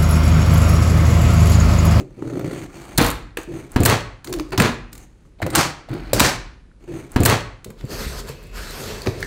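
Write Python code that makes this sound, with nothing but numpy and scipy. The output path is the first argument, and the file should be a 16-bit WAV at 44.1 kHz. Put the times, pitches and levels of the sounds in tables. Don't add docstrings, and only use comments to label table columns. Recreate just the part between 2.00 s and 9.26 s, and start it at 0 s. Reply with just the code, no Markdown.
import sys
import numpy as np
from scipy import signal
from scipy.fft import rfft, irfft, next_fast_len
from scipy.io import wavfile
from scipy.ndimage import uniform_filter1d

SR = 44100
rng = np.random.default_rng(int(sys.argv[2]) if len(sys.argv) > 2 else 0)


def wav_out(sig):
    wavfile.write(sys.argv[1], SR, np.round(np.clip(np.atleast_2d(sig).T, -1, 1) * 32767).astype(np.int16))


def volts_from_decibels(level):
    exponent = np.asarray(level, float) / 20
    return 10 ** exponent


N = 320166

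# (from [s], to [s], later by [s])
AGAIN = (1.475, 2.248, 3.4)


def along(points, hz):
    f, v = np.transpose(points)
    return np.interp(np.log(hz + 1), np.log(f + 1), v)


def filtered(x, response):
    m = next_fast_len(len(x) + 8192)
    return irfft(rfft(x, m) * response(np.fft.rfftfreq(m, 1 / SR)), m)[:len(x)]


def coloured(x, spectrum):
    return filtered(x, lambda f: volts_from_decibels(along(spectrum, f)))


def resonances(modes):
    def response(f):
        total = 0
        for k, (c, w, db) in enumerate(modes):
            total = total + (-1) ** k * volts_from_decibels(db) * 1j * f * w / (c * c - f * f + 1j * f * w)
        return total
    return response


def level(x, lo_hz, hi_hz):
    return x / np.std(filtered(x, lambda f: (f > lo_hz) & (f < hi_hz)))


def grit(rate, depth_db):
    lumps = np.interp(np.arange(N) * rate / SR, np.arange(4000), rng.standard_normal(4000))
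    return rng.standard_normal(N) * volts_from_decibels(depth_db * lumps)


def patchy(x, depth_db):
    z = signal.stft(x, nperseg=512)[2]
    field = uniform_filter1d(rng.standard_normal(z.shape), size=9, axis=0)
    field = uniform_filter1d(field, size=12, axis=1)
    return signal.istft(z * volts_from_decibels(depth_db * field / field.std()), nperseg=512)[1][:N]


def ring(hz, db, t60, rise=0.00032):
    t = np.arange(SR // 4) / SR
    return volts_from_decibels(db - 60 * t / max(t60, .01)) * np.sin(2 * np.pi * hz * t) * (1 - np.exp(-t / rise))


def place(out, s, sound):
    out[round(s * SR):][:len(sound)] += sound


def twice(table):
    start, end, later = AGAIN
    rows = [np.array(r, float) for r in table]
    again = [r + later * (np.arange(r.shape[-1]) == 0) for r in rows if start < r.flat[0] < end]
    return rows + again


def gains(strokes, fade):
    out = np.zeros((len(strokes[0][0]) - 1, N))
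    for rows in strokes:
        s, *cols = np.transpose(rows)
        begin, stop = s[0] - .003, s[-1] + fade
        n = np.arange(max(int(begin * SR), 0), min(int(stop * SR), N))
        edge = np.interp(n / SR, [begin, s[0], s[-1], stop], [0, 1, 1, 0])
        out[:, n] += edge * volts_from_decibels([np.interp(n / SR, s, c) for c in cols])
    return out


def layered(strokes, fade, layers, bands):
    return sum(g * level(x, *band) for g, x, band in zip(gains(strokes, fade), layers, bands))


def driven(strokes, mix):
    growth, db = np.transpose(mix)
    top = np.arange(len(mix)) >= len(mix) - 2
    return [[(s, *(growth * np.where(top, speed, pressure) + db)) for s, pressure, speed in rows]
            for rows in strokes]


def whipped(events, parts, dying):
    db, own_db, loss_db = np.transpose(parts)
    top = np.arange(len(db)) >= len(db) - 2
    strokes = []
    for s, hold, loud, bright, swell in events:
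        mid = loud + db + bright * top
        swell_db = swell + own_db
        peak = mid + swell_db
        strokes.append([(s, *(mid - swell_db)), (s + hold, *peak), (s + hold + dying, *(peak + loss_db))])
    return strokes


def rubbing():
    # (time [s], pressure [dB], speed [dB])
    saw = [
        [(0, -24, -42), (0.06, -41, -69), (0.16, -49, -62)],
        [(0.17, -36, -61), (0.23, -29, -55.5), (0.33, -26.5, -51.5), (0.42, -25, -51.5), (0.5, -25, -46),
         (0.6, -31.5, -44), (0.66, -36, -47.5)],
        [(0.68, -34.5, -57), (0.72, -54.5, -55), (0.76, -35.5, -45), (0.86, -41.5, -47), (0.965, -37, -45.5)],
        [(1.385, -27.5, -39), (1.44, -53.5, -47.5), (1.47, -60, -63)],
        [(1.478, -31.5, -56.5), (1.57, -29.5, -42.5), (1.63, -37, -51), (1.69, -46.5, -57.5),
         (1.745, -41, -45.5)],
        [(4.8, -58, -65.5), (4.84, -40, -59.5), (4.87, -56.5, -61)],
    ]
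    # (time [s], pressure [dB], speed [dB])
    graze = [
        [(2.25, -46, -42), (2.29, -31, -45.5), (2.35, -31, -58), (2.41, -30, -47), (2.44, -47, -56),
         (2.505, -44.5, -54)],
        [(2.92, -47.5, -54.5), (3.04, -54.5, -46.5), (3.08, -61, -64), (3.22, -69, -65.5), (3.26, -53, -60),
         (3.34, -64, -71)],
    ]
    # (time [s], pressure [dB], speed [dB])
    shove = [
        [(2.522, -32.5, -30), (2.565, -35, -45.5)],
        [(3.387, -58, -55), (3.415, -48, -53)],
        [(3.428, -34, -27), (3.455, -27, -50), (3.48, -34.5, -44.5), (3.52, -36.5, -47.5), (3.548, -28, -25.5)],
        [(3.88, -51.5, -52.5), (3.92, -32, -41), (3.98, -33, -42), (4.04, -45, -45), (4.118, -40.5, -43)],
    ]
    # (growth [dB per dB], offset [dB])
    saw_mix = [(0.97, -7), (1.026, -2), (1.013, 1.5), (1.102, -1)]
    graze_mix = [(0.598, -20.5), (1.008, 0.5), (1.01, -6), (1.201, 2.5)]
    shove_mix = [(1.01, 1), (1.01, 2), (1.01, 2), (1.01, -18.5)]
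    # (time [s], share [0-1])
    judder = [
        (.58, .6),
        (.66, .8),
        (.75, .45),
        (7.26, .45),
    ]
    # (time [s], peak level [dB])
    catches = [(0.181, -32), (0.221, -17.5), (0.251, -23.5), (0.274, -21), (0.298, -19), (0.332, -22),
               (0.354, -19.5), (0.37, -17), (0.393, -14.5), (0.409, -17.5), (0.443, -17.5), (0.456, -21),
               (0.475, -19), (0.508, -22), (0.547, -26.5), (0.576, -23.5), (.531, -24), (.629, -28)]
    # (pitch [Hz], width [Hz], level [dB])
    drum = [(127, 44, 0)]
    box = [(258, 18, -6.5), (330, 66, 4.5), (425, 129, -3.5), (553, 130, -7.5)]
    rasp = [(624, 140, -1.5), (1347, 270, 0.5), (2050, 190, -4.5)]
    ridges = [(695, 170, -3), (1383, 270, -4.5), (2270, 400, -3), (4400, 260, -1), (6400, 550, -2.5),
              (8500, 500, -4)]
    # (frequency [Hz], level [dB per Hz])
    scrape = [(500, -14.5), (750, -9.5), (1350, -12.5), (1700, -14.5), (2350, -16), (2800, -19.5),
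              (3600, -23.5), (4400, -22.5), (5200, -30), (6500, -47.5)]
    fizz = [(4500, -31), (5400, -10), (6000, 2.5), (6600, 4), (7700, 0), (8500, 2.5), (9700, -5),
            (11300, -9), (12500, -6.5), (13100, -8.5), (14500, -9.5), (16200, -15)]

    when, size = rng.uniform(size=(2, 750))
    when = (np.arange(750) + when) / 750
    strength = volts_from_decibels(-9 * size) * np.interp(when * N / SR, *np.transpose(judder))
    kicks = np.bincount((when * N).astype(int), strength, N)
    at, db = np.transpose(catches)
    hard = np.bincount((at * SR).astype(int) + 60, volts_from_decibels(db + 17.5), N)
    kicks = kicks + hard
    puffs = signal.lfilter([1], [1, -np.exp(-1 / (0.0061 * SR))], kicks)
    shake = 30 * kicks + grit(rate=40, depth_db=1.5)
    edge = patchy((.2 + puffs) * rng.standard_normal(N), depth_db=1.3)
    edge = filtered(edge, lambda f: 1 + volts_from_decibels(-2.5) * np.abs(resonances(ridges)(f)) ** 2)
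    layers = [filtered(shake, resonances(drum)), filtered(shake, resonances(box)),
              coloured(edge, scrape), coloured(edge, fizz)]
    strokes = driven(saw, saw_mix) + driven(graze, graze_mix) + driven(shove, shove_mix)
    bands = [(80, 200), (230, 650), (900, 3500), (5000, 15000)]
    blade = layered(twice(strokes), .015, layers, bands)
    card = filtered(filtered(hard, resonances(rasp)), resonances(rasp))
    return blade + volts_from_decibels(2) * card


def background():
    # (frequency [Hz], level [dB per Hz])
    still_air = [(20, 2.5), (50, -1), (200, -10.5), (500, -22), (700, -30.5), (1600, -33.5), (4300, -41),
                 (11000, -48.5), (12500, -75.5), (16000, -79)]
    # (time [s], level [dB])
    jolts = [(1.01, -24.5), (1.84, -33.5), (2.63, -28), (4.18, -24.5), (7.5, -28.5), (6.1, -32),
             (6.57, -32.5), (5.85, -35), (7.2, -31.5), (6.22, -38.5), (5.6, -41), (4.1, -34.5),
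             (3.98, -32.5), (6.95, -38), (2.38, -34)]
    rise, fall = 230, 76
    air = volts_from_decibels(-55) * level(coloured(rng.standard_normal(N), still_air), 140, 8000)
    lumps = grit(rate=9, depth_db=2)
    low = coloured(lumps, [(15, -30.0), (28, -11.0), (42, 2.5), (62, -9.0), (95, -34.5), (200, -79.5)])
    t = np.arange(N) / SR
    shake = volts_from_decibels(-48)
    for s, db in twice(jolts):
        shake = shake + volts_from_decibels(db + np.minimum(rise * (t - s), fall * (s - t)))
    return air + shake * level(low, 20, 70)


def thumps():
    # (time [s], peak level [dB], pitch [Hz], t60 [s])
    blows = [(0.221, -14.5, 385, 0.038), (0.369, -16.5, 293, 0.068), (0.393, -15, 298, 0.05),
             (0.980, 1, 130, 0.075), (1.369, -14, 473, 0.04), (1.7585, 3.5, 107, 0.048),
             (1.799, 4.5, 126, 0.032), (1.808, -0.5, 102, 0.067), (1.8, -4, 200, .02),
             (1.811, -5, 190, .02), (1.032, -8, 105, .14), (7.063, -13, 229.5, .05), (5.7, -28, 218, .15),
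             (5.84, -22, 205, .1), (1.835, -8, 100, 0.087), (1.851, -3, 110.4, 0.17),
             (2.53, -15, 382, 0.22), (2.69, -14, 244.6, 0.2), (2.578, -5, 116, 0.24), (2.6, 3, 193, 0.064),
             (3.424, -12, 102.4, 0.15), (3.46, -12.5, 143, 0.096), (3.5, -13, 127, 0.038),
             (3.59, -17.5, 320, 0.22), (3.902, -14.5, 125.7, 0.3), (4.135, -9, 121, 0.18),
             (5.838, -12, 127, 0.097), (6.063, -10.5, 60, 0.1), (5.93, -17.5, 60, 0.15),
             (6.215, -22, 50, 0.1), (3.57, -8, 306, 0.049), (3.579, -5, 330, 0.037), (4.23, -15, 125, 0.21),
             (2.635, -10, 349.6, 0.12), (6.295, -20.5, 136, 0.093), (7.068, -11, 330, 0.085),
             (7.078, -7, 122.5, 0.098), (7.228, -27, 123, 0.036)]
    out = np.zeros(N + SR)
    for s, db, hz, t60 in twice(blows):
        rise = 0.098 / hz
        place(out, s + .003, ring(hz, db - 3.5, t60, rise))
        place(out, s + .003, ring(2.2 * hz, db - 7.5, 0.28 * t60, rise / 2))
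    return out[:N]


def cracks():
    # (time [s], peak level [dB], sharp part [dB])
    snaps = [(0.9805, -2, -8), (1.8332, -20, 3.5), (2.2443, -26, -7), (2.2722, -24, -15),
             (2.3261, -18, -9.5), (2.337, -17.5, -12.5), (2.5296, -34.5, -4.5), (2.577, -5, -17),
             (2.6194, -14, -14), (2.9287, -30.5, -3), (2.9522, -33.5, -6.5), (2.9776, -37, -1.5),
             (3.5026, -24.5, -6.5), (3.551, -3, -9.5), (4.132, -8, -3.5), (4.196, -3, -8)]
    taps = [
        (1.3709, -22, -7),
        (1.7606, -16, -12),
        (1.8585, -8.5, 0.5),
        (2.5995, -8.5, -10),
        (3.4175, -31, -3.5),
        (3.4242, -25, -16),
        (3.464, -27, -4),
        (5.7024, -39.5, -2),
        (7.0608, -28, -25),
    ]
    small_ticks = [(0.3938, -29.5, -6.5), (1.4314, -34.5, 1), (1.718, -44.5, 13), (1.8032, -21, -1),
                   (2.2945, -31.5, -1.5), (2.362, -32, -3), (2.387, -26.5, -7.5), (2.397, -15.5, -17.5),
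                   (2.492, -45.5, -10.5), (2.506, -35.5, -7), (2.5205, -24, -12.5), (3.5561, 1.5, -5.5),
                   (3.8875, -34.5, -18), (3.938, -30.5, -16.5), (4.2022, 7, -8), (5.8097, -30, -19),
                   (7.0706, -9.5, -32), (7.2268, -15, -20)]
    slaps = [(1.0145, -4.5, -10), (1.0235, -12, -4), (1.034, -12, -5), (1.0445, -22, 6), (1.0645, -19, 8),
             (1.1025, -18.5, 6), (1.1075, -21.5, -2), (1.1135, -22.5, 4.5), (1.1195, -35, -3),
             (1.4025, -36.5, -4), (1.768, -31, -2), (1.8095, -25.5, 0.5), (1.8385, -27, 2),
             (1.8635, -15.5, 0.5), (1.898, -8, 0.5), (2.251, -35.5, 0.5), (2.2845, -36, -3.5),
             (2.303, -35.5, -2), (2.405, -34.5, 1), (0.531, -38, 0), (2.585, -10.5, -7.5), (2.62, -4, -9),
             (3.4315, -42, 2), (3.561, -14, 0), (4.147, -8.5, -8), (4.1635, -12, -10), (4.2065, -2, -6),
             (4.235, -14, -3), (4.251, -11, -7.5), (5.852, -36.5, -0.5), (6.274, -34, -4),
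             (6.2915, -40, 12), (6.4295, -46, 8), (6.437, -44, 5), (6.4695, -50, 10), (6.476, -44, 0),
             (6.54, -42, -5), (6.559, -33, -1), (6.708, -38, 10), (7.09, -36, -6), (7.2465, -36, 2)]
    nicks = [(0.9767, -1, -4), (1.8515, -1, -5), (1.8545, -3, -6), (1.859, 1, -7), (3.893, -44, -1),
             (3.9135, -46, 3), (3.9385, -33, -1), (7.018, -22, -6), (7.2048, -24, -6), (7.2125, -30, -12),
             (7.0615, -24, -10)]
    # (events, dull part dB, t60 s)
    kinds = [(snaps, -4.5, 0.027), (taps, 8, 0.027), (small_ticks, 0.5, 0.013),
             (slaps, -5.5, 0.0088), (nicks, -14, 0.011)]
    ticks = twice([(s, db, dull, sharp, t60) for rows, dull, t60 in kinds for s, db, sharp in rows])

    t = np.arange(SR // 10) / SR
    parts = np.zeros((3, N + len(t)))
    for s, db, dull_db, sharp_db, t60 in ticks:
        shape = volts_from_decibels(db - 60 * t / t60) * (1 - np.exp(-t / 0.00095))
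        burst = shape * rng.standard_normal(len(t))
        parts[:, round(s * SR):][:, :len(t)] += volts_from_decibels([[dull_db], [0], [sharp_db]]) * burst
    dull = coloured(parts[0], [(400, -12.0), (900, 10.0), (1700, 9.0), (3000, 5.0), (4500, -31.0)])
    snap = coloured(parts[1], [(2500, -23.0), (3700, 5.0), (4500, 5.0), (6500, -0.5), (8500, -28.5)])
    sharp = coloured(parts[2], [(5500, -23.5), (7200, 11.5), (8600, 9.0), (12000, 5.0), (16000, 6.5)])
    return (dull + snap + sharp)[:N]


def lashing():
    # (time [s], hold [s], level [dB], brightness [dB], swell [dB])
    lashes = [
        (0.984, 0.1, -15, -15.5, -4),
        (1.866, 0.049, -14, -3.5, 3),
        (2.584, 0.066, -16.5, -4.5, 3),
        (3.562, 0.049, -14, 2, 1.5),
        (4.21, 0.051, -14.5, 3.5, 2.8),
    ]
    creaks = [
        (1.765, 0.024, -18.5, -18.5, -2),
        (1.803, 0.03, -18.5, -17, -1.5),
        (4.137, 0.054, -16, -5, 0.5),
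    ]
    whirr = [
        (1.01, 0.074, -31, 0, 1.5),
    ]
    # (level [dB], swell [dB], loss [dB])
    lash_parts = [(0.65, -3.5, -27), (-2, 0.5, -21.5), (-10, 0, -22), (-20, -1, -28)]
    creak_parts = [(0.5, -1.9, -5), (-10.5, 2, 0.5), (-7.5, -2, -2.5), (-17.5, -2.5, -2)]
    whirr_parts = [(-41.5, 0, 0), (-39, 0.0014, 0), (-2, 0, -4), (-1.5, 0, -2.5)]
    # (frequency [Hz], level [dB per Hz])
    boom = [(24, -35), (40, -14.5), (115, -3.5), (150, -7), (205, -9), (280, -6.5), (358, -8.5), (466, -9),
            (519, -13), (700, -14), (910, -41), (1540, -120)]
    rattle = [(290, -24), (500, -3), (972, -1), (1090, 0), (3030, -10), (4450, -13.5), (5000, -44),
              (6500, -35.5), (11000, -120)]
    sizzle = [(3500, -16.5), (4600, 4), (7300, 0.5), (10000, -7.5), (12000, -38)]
    whistle = [(8500, -38), (10500, -0.5), (13000, 1), (15500, -5), (16300, -9)]

    slapping = grit(rate=500, depth_db=1.8)
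    layers = [coloured(grit(rate=56, depth_db=4), boom)]
    layers += [coloured(slapping, s) for s in (rattle, sizzle, whistle)]
    strokes = whipped(lashes, lash_parts, dying=0.1)
    strokes += whipped(creaks, creak_parts, dying=0.0031)
    strokes += whipped(whirr, whirr_parts, dying=0.0031)
    return layered(twice(strokes), 0.013, layers, [(60, 500), (700, 4000), (5000, 9500), (11000, 15500)])


def knocks():
    # (time [s], peak level [dB], pitch [Hz])
    spine = [(1.369, -7, 1650), (1.7585, -3, 248), (1.851, -9, 520), (2, -27, 250), (2.6, -6, 1400),
             (3.417, -12, 650), (3.461, -11, 540), (3.471, -14, 540), (4.712, -41, 1455),
             (3.25, -43.5, 1200), (1.372, -20, 960), (1.762, -8.5, 1000), (7.226, -16, 2000),
             (7.234, -24, 1900), (7.243, -23, 1750), (4.2, -12, 7800), (2.394, -22, 980),
             (2.7, -23.5, 1350), (1.832, -14, 2500), (1.85, -11.5, 2300), (3.419, -13, 1800),
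             (3.884, -24, 643), (3.4, -20, 705), (4.129, 1, 549), (4.144, -13.5, 397), (6.295, -19.5, 440),
             (7.016, -17, 4500), (7.225, -6.5, 1690), (7.23, -19, 1730)]
    out = np.zeros(N + SR)
    for s, db, hz in twice(spine):
        place(out, s + .003, ring(hz, db, 14.4 / hz))
    return out[:N]


def hums():
    # (time [s], level [dB], pitch [Hz], t60 [s])
    bowed = [(1.48, -22, 355, .2), (1.508, -24, 330, .15), (1.555, -23, 355, .15), (1.588, -24, 320, .12),
             (2.277, -17, 345, .13), (2.302, -15, 352, .12), (2.341, -12, 340, .12), (2.368, -14, 325, .11),
             (2.402, -11, 315, .08), (2.442, -23, 300, .1), (6.82, -31, 410, .2), (6.89, -31, 430, .2)]
    out = np.zeros(N + SR)
    for s, db, hz, t60 in twice(bowed):
        place(out, s, ring(hz, db, t60, rise=.007))
    return out[:N]


def pings():
    # (time [s], level [dB])
    strikes = [
        (2.598, -19.5),
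        (3.432, -50),
        (3.502, -37),
        (3.53, -36),
        (3.556, -18.5),
        (4.204, -29.5),
    ]
    # (pitch [Hz], level [dB], t60 [s])
    steel = [(7400, -6, .05), (8600, 0.5, .1), (9800, -15, 0.026)]
    out = np.zeros(N + SR)
    for s, db in strikes:
        for hz, mode_db, t60 in steel:
            place(out, s, ring(hz, db + mode_db + 2 * rng.standard_normal(), t60))
    return out[:N]


def dragging():
    # (time [s], weight on the box [dB], speed [dB])
    pulls = [
        [(5.66, -32, -54.5), (5.73, -40, -75), (5.79, -53, -52), (5.83, -38, -55.5), (5.875, -34, -51.5),
         (5.91, -32, -39.5), (5.94, -34, -36.5), (6.03, -31, -36), (6.14, -38, -42), (6.2, -45, -36.5),
         (6.22, -33.5, -47.5), (6.26, -31.5, -48.5), (6.29, -34, -38.5), (6.34, -48, -51), (6.5, -41.5, -53.5)],
        [(6.515, -45, -58), (6.545, -38, -47.5), (6.57, -39, -40), (6.65, -45, -40.5), (6.72, -40, -39.5),
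         (6.84, -34, -36), (6.93, -32, -41), (7.0, -37, -42.5), (7.05, -33, -42)],
        [(7.06, -30, -41), (7.08, -11, -37.5), (7.13, -39, -45), (7.18, -34, -45.5), (7.21, -31, -42.5),
         (7.26, -34, -43)],
    ]
    # (growth [dB per dB], offset [dB])
    pull_mix = [(1.008, -3), (1.008, 0.8), (1.302, 10.5)]
    # (frequency [Hz], level [dB per Hz])
    drone = [(41, -57), (70, -1), (113, -2), (155, -4), (200, -5.5), (235, -5.5), (304, -17), (410, -2.5),
             (800, -30.5), (1040, -26), (1760, -120)]
    scrape = [(410, 4.5), (700, 2), (773, -2.5), (973, 0), (1400, 1.5), (2000, -1.5), (2880, -4.5),
              (3690, -3.5), (5000, -14.5), (6500, -46), (11000, -120)]
    fizz = [(3200, -18), (4500, 1), (6200, 2.5), (7500, 1), (10000, -6), (11300, -7.5), (12300, -7.5),
            (13400, -10), (15000, -8), (16200, -17.5)]
    # (pitch [Hz], width [Hz], level [dB])
    strap = [(2630, 110, -13), (3710, 180, -3), (4400, 150, -10.5), (5880, 100, -16), (8550, 250, -18)]
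    end_ring = [(12300, 700, 0)]
    # (time [s], level [dB])
    end_free = [(5.85, 0), (6.0, 7), (6.3, 5), (6.6, 5), (6.85, 5), (7.0, -9), (7.26, -15)]

    roughness = 1 + np.abs(grit(rate=250, depth_db=3)) / 4
    hiss = patchy(grit(rate=30, depth_db=1.2) * roughness, depth_db=2)
    free = volts_from_decibels(np.interp(np.arange(N) / SR, *np.transpose(end_free)))
    hiss = hiss + volts_from_decibels(8) * filtered(hiss, resonances(strap))
    hiss = hiss + free * filtered(hiss, resonances(end_ring))
    layers = [coloured(hiss, s) for s in (drone, scrape, fizz)]
    return layered(driven(pulls, pull_mix), .02, layers, [(90, 600), (900, 3500), (5000, 15000)])


def whine():
    # (from [s], to [s], pitch [Hz], width [Hz])
    slide = (6.33, 6.53, 2580, 70)
    start, end, hz, width = slide
    tone = filtered(rng.standard_normal(N), resonances([(hz, width, 0)]))
    fade = np.interp(np.arange(N) / SR, [start, start + .05, end, end + .05], [0, 1, 1, 0])
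    return volts_from_decibels(-54.5) * tone / tone.std() * fade


def room(x):
    # (frequency [Hz], t60 [s])
    die_away = [(100, 0.63), (210, 0.67), (500, 0.48), (2000, 0.55), (6000, 0.42), (12000, 0.24)]
    # (frequency [Hz], level [dB])
    wall_colour = [(120, -0.5), (165, -1.5), (220, -5.5), (300, 0), (1000, 0), (8000, 0)]
    out, step = np.zeros(N + 2 * SR), SR // 3
    for start in range(0, N, step):
        hz, t, z = signal.stft(rng.standard_normal(SR * 3 // 4), SR, nperseg=256)
        decay = volts_from_decibels(-60 * t / along(die_away, hz)[:, None])
        tail = signal.istft(z * decay, SR, nperseg=256)[1]
        wet = signal.fftconvolve(x[start:start + step], tail / np.linalg.norm(tail))
        out[start + 300:][:len(wet)] += wet
    return coloured(out[:N], wall_colour)


def spliced(x):
    start, end, later = AGAIN
    fade = np.interp(np.arange(N) / SR - later, [start, start + .006, end - .02, end], [0, 1, 1, 0])
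    return np.sqrt(1 - fade) * x + np.sqrt(fade) * np.roll(x, round(later * SR))


def scene():
    rub = rubbing() + dragging() + whine()
    hits = thumps() + cracks() + volts_from_decibels(-2.0) * lashing() + knocks() + hums() + pings()
    echoes = volts_from_decibels(-11.0) * room(hits + volts_from_decibels(-0.5) * rub)
    return spliced(hits + rub + echoes + background())[None]


def top_cut(x):
    return signal.sosfilt(signal.butter(12, 16970, fs=SR, output="sos"), x)


def record(dry):
    x = dry / (1 + np.abs(dry / .93) ** 4) ** (1 / 4)
    band = [(5, -40), (30, -2.0), (15700, -2.0), (16100, -24.5), (17000, -50.5), (17200, -85.5)]
    mix = coloured(x[0], band)[None]
    return top_cut(mix)


dry = scene()
out = record(dry)
wav_out(out)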